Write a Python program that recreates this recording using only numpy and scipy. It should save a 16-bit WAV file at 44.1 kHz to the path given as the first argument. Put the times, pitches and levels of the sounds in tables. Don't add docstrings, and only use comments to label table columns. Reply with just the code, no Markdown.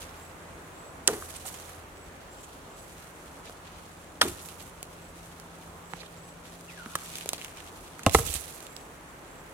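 import sys
import numpy as np
from scipy import signal
from scipy.fft import rfft, irfft, next_fast_len
from scipy.io import wavfile
from scipy.ndimage import uniform_filter1d

SR = 44100
rng = np.random.default_rng(int(sys.argv[2]) if len(sys.argv) > 2 else 0)


def output_pcm(signal):
    pcm = np.clip(np.atleast_2d(signal).T, -1, 1) * 32767
    wavfile.write(sys.argv[1], SR, np.round(pcm).astype(np.int16))


N = 420273
T = np.arange(N) / SR

# frequency in Hz, relative density in dB per Hz.
HUSH_SPECTRUM = [(15, -48.5), (25, -26), (38, -1.5), (64, -2.5), (108, -6), (170, -3), (190, -8),
                 (277, -4.5), (309, -5), (503, -5), (1230, -7.5), (4250, -25), (8140, -24.5),
                 (16000, -35.5)]
# frequency in Hz, left-right correlation.
HUSH_CORRELATION = [(60, 0.952), (290, 0.84), (640, 0.54), (1400, 0), (16000, 0.066)]
# time in seconds, level in dB.
HUSH_LEVEL = [(0, -46), (2, -46.5), (4, -48), (6, -48), (8, -47.5), (9.53, -48.5)]
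# frequency in Hz, pan in dB.
HUSH_BALANCE = [(60, 1.5), (700, -.5), (2400, -2.5), (4400, 0), (16000, 4.5)]
# time in seconds, firing rate in Hz, first order in dB, second order in dB.
ENGINE = [(0, 83.3, -57, -61.5), (1.5, 83.9, -58, -71), (3, 85.14, -66, -63), (4.5, 83.9, -59, -59),
          (6, 85.04, -62.5, -55.5), (7, 85.4, -64.5, -56), (7.9, 83.3, -62, -63.5), (8.5, 76.2, -66, -62),
          (9.53, 73.3, -78, -72)]
# start in seconds, hold in seconds,
# settling time to -20 dB in seconds (sign ignored), level in dB, dull part in dB re level, pan in dB.
STIRS = [(0.0, 0.01, 0.1674, -48.5, 1.5, -1.5), (0.1, 0.15, 0.2, -59, -2, -2), (.8, 0.036, .5, -69, -13, 2),
         (1.065, 0.059, 0.52, -42.5, -12, -0.5), (1.27, 0.119, 0.37, -49.5, -3, -4),
         (1.44, 0.055, 0.02, -44.5, -6, -3), (1.5, 0.15, 0.2, -47.5, -4, -2),
         (1.726, 0.076, 0.2, -75, 0, -2), (2.298, 0.15, -0.5, -59.5, -7, 0),
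         (2.757, 0.091, -1.2, -55, -5.5, -1), (2.971, 0.035, 0.5, -63, -1, -0.5),
         (3.438, 0.066, 0.07, -55, 2, -1.5), (3.613, 0.058, 1, -61, 3.5, -0.5),
         (4.209, 0.012, 0.25, -36.5, -5, 0), (4.403, 0.081, 0.42, -51, -8, -6),
         (4.582, 0.027, 0.2, -51, -3.5, -3), (4.7, 1.0, 0.5, -61, -2.5, -1),
         (5.882, 0.12, 0.5, -60.5, 5, -6), (6.137, 0.13, 9, -63.5, -13, 5), (6.437, 0.065, 0.4, -57, 0, -1),
         (6.667, 0.078, 2, -58.5, 3.5, -1), (6.818, 0.18, 2.5, -54, -4, 1),
         (6.946, 0.27, 0.16, -47, -0.5, 0), (7.294, 0.14, 0.17, -49.5, -3, 3.5),
         (7.559, 0.052, 0.1, -53.5, 2.5, 0.5), (7.692, 0.18, 2, -62, -3, -3),
         (8.063, 0.0094, 0.07, -43, 4, -3), (8.112, 0.044, 0.41, -40.5, -5, -8.5),
         (8.129, 0.034, 0.13, -29, -15, -7), (8.168, 0.02, 0.1661, -34, -12, -3),
         (8.243, 0.11, 0.0952, -36, -9.5, -8.5), (8.333, 0.026, 0.08, -36, -6.5, -7),
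         (8.432, 0.017, 0.33, -45, -8, -5), (9.26, 0.11, 6.5, -66, -10.5, 2)]
# frequency in Hz, relative level in dB.
LEAF_SPECTRUM = [(1200, -17), (2500, -6), (4500, -8), (7000, -2.5), (10000, -0.5), (14000, -6),
                 (17000, -19.5)]
# start in seconds, length in seconds, start pitch in Hz,
# pitch approached in Hz (before sag and waver), level in dB, pan in dB.
BIRD_CALLS = [(.15, 0.19, 7180, 7740, -62, 5), (0.73, 0.23, 7140, 7900, -58.5, 0.5),
              (1.95, .15, 7650, 7940, -62.5, -3), (2.29, .15, 7190, 7700, -61, -0.5),
              (2.7, .17, 7130, 7890, -59, -1), (5.0, 0.119, 7500, 7890, -61.5, -4),
              (5.2, .2, 7750, 7900, -71, -2), (5.822, 0.16, 7250, 7920, -62, 2),
              (6.166, 0.178, 7400, 7960, -59, 4.5), (8.67, 0.2, 7150, 7860, -58.5, 4),
              (9.27, 0.16, 7310, 7710, -62, 1)]
# start in seconds, crack in dB, crack colour in Hz,
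# fade in seconds, ring in dB, ring colour in Hz, pan in dB (of the crack; less for the ring).
FIBRE_CRACKS = [(1.075, 1, 5700, 0.00035, -20.5, 900, 4.5), (1.0765, -13.5, 3320, 0.0038, -36, 3000, -10.5),
                (1.0772, -1, 6900, 0.00084, -23, 3600, -10.5), (1.0773, -9, 7340, 0.0016, -32, 3000, -5),
                (1.0830, -25, 6000, 0.00324, -18, 1200, 2), (1.0886, -33.5, 8000, 0.0031, -20, 750, -10.5),
                (4.2128, -13.5, 4970, 0.0063, -13.5, 1100, 16.5),
                (4.214, -15, 2650, 0.0055, -13.5, 1600, -6), (4.2147, -9.5, 3300, 0.0025, -21, 2990, -6),
                (4.2161, -12.5, 9000, 0.0026, -8, 1600, -11), (4.223, -20, 10000, 0.00345, -15.5, 1250, -6),
                (4.228, -20, 3300, .006, -25, 1250, -4)]
# frequency in Hz, relative level in dB, T60 in seconds.
BRANCH_MODES = [(330, -27, 0.035), (470, 0, 0.026), (653, -9.5, 0.058), (778, -10, 0.054),
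                (984, -8.5, 0.021), (1240, -7.5, 0.039), (1400, -3, 0.019), (1508, 1.5, 0.016),
                (1870, -8, 0.021), (2040, -13.5, 0.017), (2880, -15, 0.0076), (3400, -15, 0.017),
                (3900, -23, .014)]
# start in seconds, rattle in dB, rattle pitch in Hz,
# rattle build-up in seconds, ground thump in dB.
BLOWS = [(1.0780, -26.5, 426, 0.03, -47), (4.2200, -24, 373, 0.022, -36)]
# multiple of rattle pitch, width in Hz, relative level in dB.
RATTLE_BANDS = [(.55, 90.5, 5.5), (.82, 79.6, 10), (1.01, 70, -2), (1.7, 200, 1.5), (2.4, 300, -5),
                (3.3, 500, -31)]
# start in seconds, level in dB, pitch in Hz,
# build-up in seconds.
REBOUNDS = [(1.081, -25, 380, 0.002), (1.095, -26, 460, 0.0041), (1.108, -24.5, 410, 0.0034),
            (1.127, -31.5, 414, 0.0069), (1.167, -38, 426, .005), (4.233, -27, 244, 0.0016),
            (4.249, -24, 368, 0.0055), (4.272, -29.5, 365, 0.0058), (4.297, -44, 349, 0.011)]
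# frequency in Hz, relative level in dB, T60 in seconds.
GROUND_MODES = [(63.3, 7, 0.094), (93.5, 2, 0.08), (145, 0, 0.044)]
# start in seconds, crack in dB, knock in dB, knock pitch in Hz, thud in dB,
# pan in dB (of the crack; more for the knock, less for the thud).
TWIG_SNAPS = [(1.2232, -34, -25.5, 1240, -36, -1), (1.3397, -28, -38, 875, -38, -3),
              (1.6945, -28, -44, 1640, -58, -5), (3.496, -33, -32, 1390, -33.5, -3),
              (4.2842, -22, -29, 2500, -45, -2), (4.4151, -31, -47, 1090, -51, -5),
              (4.4867, -26, -47, 2900, -50, -4), (4.8283, -16.5, -51, 2700, -37, -1),
              (5.3985, -25.5, -36, 1490, -41, -2), (5.9348, -45, -32, 1500, -26, -11),
              (6.032, -48, -33, 1240, -39, -3), (6.6093, -29, -41, 1164, -61, 1),
              (6.8596, -43, -27.5, 1340, -45, -1), (6.9529, -13, -13.5, 1310, -28, -1),
              (6.988, -31, -35, 1531, -39, 1), (7.148, -43, -33, 3000, -48, -1),
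              (7.171, -38.5, -36, 3030, -58, -1), (7.1548, -20, -25, 3140, -38, -1),
              (7.184, -21, -40, 2880, -48, 0.5), (7.2097, -31, -30.5, 2620, -38, -8),
              (7.2585, -20.5, -31.5, 2000, -26.5, 2.5), (7.2899, -8.5, -38, 2500, -30, -3),
              (7.3322, -8, -41, 2180, -20, 0), (7.338, -30, -35, 2600, -54.5, -5),
              (7.345, -42, -35, 3000, -52, -7), (7.380, -36, -28, 2800, -50, -1),
              (7.385, -42, -39, 1500, -55, -1.5), (7.421, -39, -33, 3000, -55, -7),
              (7.459, -35, -34, 2500, -53, 4), (7.481, -38, -36, 2200, -55, -4),
              (7.414, -39, -25, 2620, -57.5, -2), (7.4456, -25, -27, 2200, -58, -4),
              (7.6033, -38, -32, 2400, -61, -6), (7.878, -38, -35, 2600, -51, -1),
              (7.902, -41, -53, 3030, -58, 0.5), (8.0325, -26, -39, 3520, -56, -2),
              (8.479, -41.5, -39, 2490, -55, -3), (7.9928, -29, -29, 1470, -59, -2),
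              (8.095, -17, -24, 2820, -36, -6), (8.301, -25, -44, 3700, -44.5, -9.5),
              (8.339, -17, -49.5, 3240, -40, -2.5), (8.444, -31, -52, 2970, -64, 1),
              (8.604, -29, -38, 3020, -43, -5), (8.667, -31.5, -34.5, 3260, -55, -7),
              (8.7646, -34, -28.5, 4660, -55, -7)]
# start in seconds, level in dB, pitch in Hz,
# build-up in seconds, pan in dB.
DULL_KNOCKS = [(5.935, -26, 825, 0.0012, -6), (5.938, -37.5, 163, 0.0055, 0),
               (6.86, -34.5, 225, 0.0044, -1), (6.952, -33.5, 130, .003, -1),
               (8.069, -10.5, 149, .002, 0.5), (8.183, -28.5, 458, .012, 2)]
# start in seconds, length in seconds, centre in Hz, level in dB.
BARK_SCRAPES = [(1.356, 0.019, 8530, -41), (1.447, 0.02, 700, -43), (1.458, 0.02, 8400, -37),
                (2.427, 0.031, 7500, -48), (2.424, 0.036, 3000, -57), (4.8, 0.021, 2600, -58),
                (5.994, 0.03, 4200, -45), (6.008, 0.02, 2500, -48), (6.054, 0.018, 3500, -49),
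                (7.015, .025, 1300, -48), (8.034, 0.006, 6960, -42), (8.337, 0.008, 8300, -26),
                (8.281, .012, 3200, -35), (8.363, 0.0064, 4000, -36)]
# time in seconds, pitch in Hz, level in dB.
LEG_WHISTLE = [(6.678, 2900, -66.5), (6.69, 2700, -44), (6.72, 2100, -49), (6.76, 1780, -54),
               (6.785, 1600, -46), (6.81, 1419, -49), (6.86, 1375, -50), (6.92, 1387, -54),
               (6.97, 1560, -49), (7.0, 1700, -68)]
# start in seconds, ring in dB, log in dB, ground thump in dB, crack in dB,
# contact time in seconds, pan in dB (of ring and log; doubled for the crack).
CONTACTS = [(8.0640, -5.5, -18, -22, -5, 0.00026, -1.5), (8.071, -15.5, -30, -21, -21, 0.0021, -2),
            (8.083, -22, -34, -42, -36.5, 0.00074, -0.5), (8.1121, -39, -45, -44, -22, 0.0014, -3),
            (8.122, -46, -46.5, -46, -24.5, 0.002, 2.5), (8.147, -27, -4.5, -24, -3, 0.00033, -6),
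            (8.1493, -16, -4, -33, -17, 0.0003, -0.5), (8.152, -22, -15.5, -17.5, -8.5, 0.00054, -3),
            (8.161, -37, -39, -34, -30, 0.0029, -1), (8.187, -25, -21, -27, -28, 0.00042, 2),
            (8.195, -34.5, -25, -27.5, -25.5, 0.00053, -2), (8.225, -42, -50, -36, -38, 0.0036, -1),
            (8.25, -43, -47, -36, -43.5, 0.0028, 0), (8.27, -46, -51, -37, -38.5, 0.00293, -0.5),
            (8.295, -41, -47, -32.5, -33.5, 0.0019, -3), (8.352, -39, -39, -33, -46, 0.00041, 6)]
# frequency in Hz, relative level in dB, T60 in seconds.
STICK_MODES = [(248, -4, 0.017), (314, -4, 0.053), (420, -7.5, 0.043), (546, -1, 0.043), (670, 2.5, 0.039),
               (806, 0, 0.037), (960, -5, 0.022), (1063, -1, 0.048), (1270, -3.5, 0.036), (1660, -6, 0.024),
               (2040, -4, 0.026), (2830, 3, 0.015), (3630, -13, 0.0112)]
# frequency in Hz, relative level in dB, T60 in seconds.
LOG_MODES = [(150, -7.5, 0.022), (450, -1, 0.029), (776, -6, 0.027), (1105, -1, 0.021), (1306, -6.5, 0.03),
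             (2007, 1.5, 0.018), (2750, -5, 0.022), (3370, -23.5, .02)]

STIR_RISE_SHARE, STILL_LEAVES_DB = 0.28, -64
DULL_PAN_RATIO = 1.48
BIRD_WAVER_RMS_HZ, BIRD_SAG_HZ = 69.7, 60
SNAP_DELAY_S, SNAP_FADE_S = 0.00073, 0.00063
THICK_FADE_S = 0.013
TRUNKS_T60_S, TRUNKS_DB, TRUNKS_LOWPASS_HZ = 0.72, -28.5, 1500
PORT_LAG_S = 0.0001
MIC_DIP_HZ, MIC_DIP_WIDTH_HZ, MIC_DIP_SHARE = 5120, 1070, 0.33
TOP_HZ, CLIP_LEVEL = 16200, 0.95


def undb(db):
    return 10 ** (np.asarray(db) / 20)


def unit(x):
    return x / np.sqrt(np.mean(x ** 2))


def crest(x):
    return x / np.max(np.abs(x))


def curves(table):
    s, *columns = np.transpose(table)
    return [np.interp(T, s, c) for c in columns]


def along(table, hz):
    f, v = np.transpose(table)
    return np.interp(np.log(np.maximum(hz, 1)), np.log(f), v)


def colour(x, table):
    size = next_fast_len(N)
    gain = undb(along(table, np.fft.rfftfreq(size, 1 / SR)))
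    return irfft(rfft(x, size) * gain, size)[..., :N]


def band(x, hz, width_hz):
    centre_hz = min(hz, 0.45 * SR)
    q = hz / min(width_hz, 0.4 * SR)
    return signal.lfilter(*signal.iirpeak(centre_hz, q, fs=SR), x)


def walk(rate_hz):
    k = int(SR / rate_hz)
    steps = np.repeat(rng.standard_normal(N // k + 1), k)
    return unit(uniform_filter1d(uniform_filter1d(steps, k), k)[:N])


def sides(pan_db):
    return undb(np.array([pan_db, -pan_db]) / 2)


def add(out, s, x, pan_db):
    i = int(s * SR)
    x = x[..., :N - i]
    out[:, i:i + x.shape[-1]] += sides(pan_db)[:, None] * x


def hush():
    size = next_fast_len(N)
    hz = np.fft.rfftfreq(size, 1 / SR)
    alike = np.clip(along(HUSH_CORRELATION, hz), 0, 1)
    mid, side = rfft(rng.standard_normal((2, size)))
    both = np.sqrt(1 + alike) * mid + np.sqrt(1 - alike) * side * np.array([[1], [-1]])
    both = both * undb(along(HUSH_SPECTRUM, hz)) * sides(along(HUSH_BALANCE, hz))
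    octave = np.log2(np.maximum(hz, 1) / 16)
    swell_db = 0.5 * walk(0.7)
    out = 0
    for centre in range(11):
        share = np.cos(np.pi / 2 * np.clip(octave - centre, -1, 1)) ** 2
        flicker_db = 0.97 * walk(8.3)
        out = out + undb(swell_db + flicker_db) * irfft(both * share, size)[:, :N]
    return unit(out) * undb(curves(HUSH_LEVEL)[0])


def drone():
    hz, first_db, second_db = curves(ENGINE)
    turn = 2 * np.pi * np.cumsum(hz * (1 + 0.00322 * walk(2.287))) / SR
    first = undb(first_db + 2 * walk(9.6)) * np.sin(turn)
    second = undb(second_db + 0.5 * walk(7.1)) * np.sin(2 * turn)
    return np.sqrt(2) * (first + second)


def stirring():
    crisp, dull = np.full((2, 2, N), undb(2 * STILL_LEAVES_DB))
    for s, hold_s, settle_s, db, dull_db, pan_db in STIRS:
        t = np.arange(0, abs(hold_s) + 2 * abs(settle_s), 1 / SR)
        rise = np.minimum(t / abs(STIR_RISE_SHARE * hold_s), 1)
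        fall_db = 20 * np.maximum(t - hold_s, 0) / abs(settle_s)
        power = (rise * undb(db - fall_db)) ** 2
        add(crisp, max(s, 0), power, 2 * pan_db)
        add(dull, max(s, 0), power * undb(2 * dull_db), 2 * DULL_PAN_RATIO * pan_db)
    return np.sqrt(crisp), np.sqrt(dull)


def rustle():
    crisp, dull = stirring()
    sizes = undb(2.7 * np.minimum(rng.exponential(size=N), 4))
    ticks = (rng.random(N) < 2000 / SR) * sizes
    grains = 0.7 + unit(signal.lfilter([1], [1, -0.96], ticks))
    mid, left, right = grains * rng.standard_normal((3, N))
    leaves = colour(0.21 * mid + np.array([left, right]), LEAF_SPECTRUM)
    low = signal.sosfilt(signal.butter(4, 4700, fs=SR, output="sos"), leaves)
    high = signal.sosfilt(signal.butter(4, 4700, "high", fs=SR, output="sos"), leaves)
    clumps_db = 0.73 * walk(90)
    crisp_leaves = unit(undb(clumps_db + 1.6 * walk(60)) * high)
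    dull_leaves = unit(undb(clumps_db + 2.4 * walk(60)) * low)
    return crisp * crisp_leaves + dull * dull_leaves


def bird():
    out = np.zeros((2, N))
    waver_hz = BIRD_WAVER_RMS_HZ * walk(60)
    for s, length_s, from_hz, to_hz, db, pan_db in BIRD_CALLS:
        u = np.arange(0, 1, 1 / (length_s * SR))
        hz = to_hz + (from_hz - to_hz) * np.exp(-u / 0.24) - BIRD_SAG_HZ * u ** 2
        hz = hz + waver_hz[int(s * SR):][:len(u)]
        swell = np.sin(np.pi * u ** 0.78) ** 0.5
        add(out, s, undb(db) * swell * np.sin(2 * np.pi * np.cumsum(hz) / SR), pan_db)
    husk = 0.9 + np.array([walk(300), walk(300)])
    return out * husk * undb(1.2 * walk(40))


def splinter(fade_s, tail):
    t = np.arange(int(0.04 * SR)) / SR
    envelope = np.exp(-t / max(fade_s, 0.0002)) + tail * np.exp(-t / 0.011)
    burst = rng.standard_normal((3, len(t))) * envelope
    burst[0, 2] += 4.5
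    return burst


def spread(burst, apart):
    return burst[0] + apart * burst[1:]


def ring(modes, push, scatter_db=2, lag_s=0.00004):
    t = np.arange(int(0.25 * SR)) / SR
    hz, db, t60 = np.transpose(modes)[:, :, None]
    polarity = (-1.) ** np.arange(len(hz))[:, None]
    spot = undb(db + scatter_db * rng.standard_normal(hz.shape)) * polarity
    lead = lag_s * rng.standard_normal(hz.shape) * np.array([1, -1])[:, None, None]
    decay = 1000. ** (-t / t60)
    rings = np.sum(spot * np.sin(2 * np.pi * hz * (t + lead)) * decay, axis=1)
    return crest(signal.fftconvolve(rings, push[None], axes=1))


def rattle(hz, build_s):
    t = np.arange(int(0.3 * SR)) / SR
    friction = spread(rng.standard_normal((3, len(t))), 0.21)
    shudder = t / build_s * np.exp(-t / build_s) * friction
    bands = [undb(db) * band(shudder, k * hz, width_hz) * np.sqrt(100 / width_hz)
             for k, width_hz, db in RATTLE_BANDS]
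    return crest(sum(bands)), shudder[0]


def thump(push):
    return crest(band(ring(GROUND_MODES, push, lag_s=0), 129, 110))


def rebound(hz, build_s):
    t = np.arange(0, 8 * build_s, 1 / SR)
    rough = band(spread(rng.standard_normal((3, len(t))), 0.4), 1.2 * hz, 0.32 * hz)
    mode = np.sin(2 * np.pi * hz * t)
    return crest(t / build_s * np.exp(-t / build_s) * (mode + 0.27 * unit(rough)))


def chops():
    out = np.zeros((2, N))
    for s, crack_db, hz, fade_s, ring_db, ring_hz, pan_db in FIBRE_CRACKS:
        burst = spread(splinter(fade_s, 0.037), 0.091)
        crack = crest(band(band(burst, hz, 0.39 * hz), hz, 0.79 * hz))
        add(out, s, undb(crack_db) * crack, pan_db)
        push = band(splinter(0.00029, 0.01)[0], ring_hz, 0.58 * ring_hz)
        add(out, s, undb(ring_db) * ring(BRANCH_MODES, push), 0.22 * pan_db)
    for s, rattle_db, hz, build_s, thump_db in BLOWS:
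        shudder, push = rattle(hz, build_s)
        add(out, s, undb(rattle_db) * shudder, -0.5)
        add(out, s + 0.032, undb(thump_db) * thump(push), 0.3)
    for s, db, hz, build_s in REBOUNDS:
        add(out, s, undb(db) * rebound(hz, build_s), -0.6)
    return out


def snaps():
    out = np.zeros((2, N))
    for s, crack_db, knock_db, hz, thud_db, pan_db in TWIG_SNAPS:
        burst = splinter(SNAP_FADE_S + THICK_FADE_S * undb(knock_db), 0.098)
        crack = crest(band(spread(burst, 1.0), 5500, 7800))
        knock = crest(band(band(spread(burst, 0.25), hz, 0.45 * hz), hz, 6.3 * hz))
        thud = crest(band(band(burst[0], 390, 740), 470, 1000))
        add(out, s + SNAP_DELAY_S, undb(crack_db) * crack, pan_db)
        add(out, s + SNAP_DELAY_S, undb(knock_db) * knock, 2.2 * pan_db)
        add(out, s + SNAP_DELAY_S, undb(thud_db) * thud, 0.18 * pan_db)
    for s, db, hz, build_s, pan_db in DULL_KNOCKS:
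        add(out, s, undb(db) * rebound(hz, build_s), pan_db)
    return out


def scrapes():
    out = np.zeros((2, N))
    for s, length_s, hz, db in BARK_SCRAPES:
        size = int(length_s * SR)
        grit = spread(rng.standard_normal((3, size)), 0.67)
        rub = unit(band(grit, hz, 0.21 * hz))
        add(out, s, undb(db) * np.hanning(size) ** 0.5 * rub, -4)
    return out


def whistle():
    hz, db = curves(LEG_WHISTLE)
    airy = 0.5 + 0.85 * np.array([walk(420), walk(420)])
    heard = (T > LEG_WHISTLE[0][0]) & (T < LEG_WHISTLE[-1][0])
    turn = 2 * np.pi * np.cumsum(hz) / SR
    tone = np.sin(turn) + undb(-20) * np.sin(2 * turn)
    return heard * undb(db + 1.8 * walk(45)) * airy * tone


def landing():
    out = np.zeros((2, N))
    for s, ring_db, log_db, thump_db, crack_db, contact_s, pan_db in CONTACTS:
        push = np.sin(np.pi * np.arange(0, contact_s, 1 / SR) / contact_s)
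        add(out, s, undb(ring_db) * ring(STICK_MODES, push), pan_db)
        add(out, s, undb(log_db) * ring(LOG_MODES, push), pan_db)
        add(out, s, undb(thump_db) * thump(push), 0.3)
        crack = crest(band(spread(splinter(0.001, 0.073), 0.91), 3800, 4900))
        add(out, s, undb(crack_db) * crack, 2.0 * pan_db)
    return out


def trunks(x):
    t = np.arange(int(0.8 * SR)) / SR
    envelope = 1000. ** (-t / TRUNKS_T60_S) * (1 - np.exp(-t / 0.005))
    wash = rng.standard_normal((2, len(t))) * envelope
    wash = signal.lfilter(*signal.butter(1, TRUNKS_LOWPASS_HZ, fs=SR), wash)
    wash = wash / np.sqrt(np.sum(wash[0] ** 2))
    return undb(TRUNKS_DB) * signal.fftconvolve(x, wash, axes=1)[:, :N]


def scene():
    hits = chops() + snaps() + landing()
    near = hits + rustle() + scrapes() + whistle()
    near[0] = np.interp(T - PORT_LAG_S, T, near[0])
    return near + trunks(hits) + bird() + drone() + hush()


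def record(dry):
    dry = dry - MIC_DIP_SHARE * band(dry, MIC_DIP_HZ, MIC_DIP_WIDTH_HZ)
    clipped = np.clip(dry, -CLIP_LEVEL, CLIP_LEVEL)
    return signal.sosfilt(signal.ellip(8, 0.2, 50, TOP_HZ, fs=SR, output="sos"), clipped)


dry = scene()
out = record(dry)
output_pcm(out)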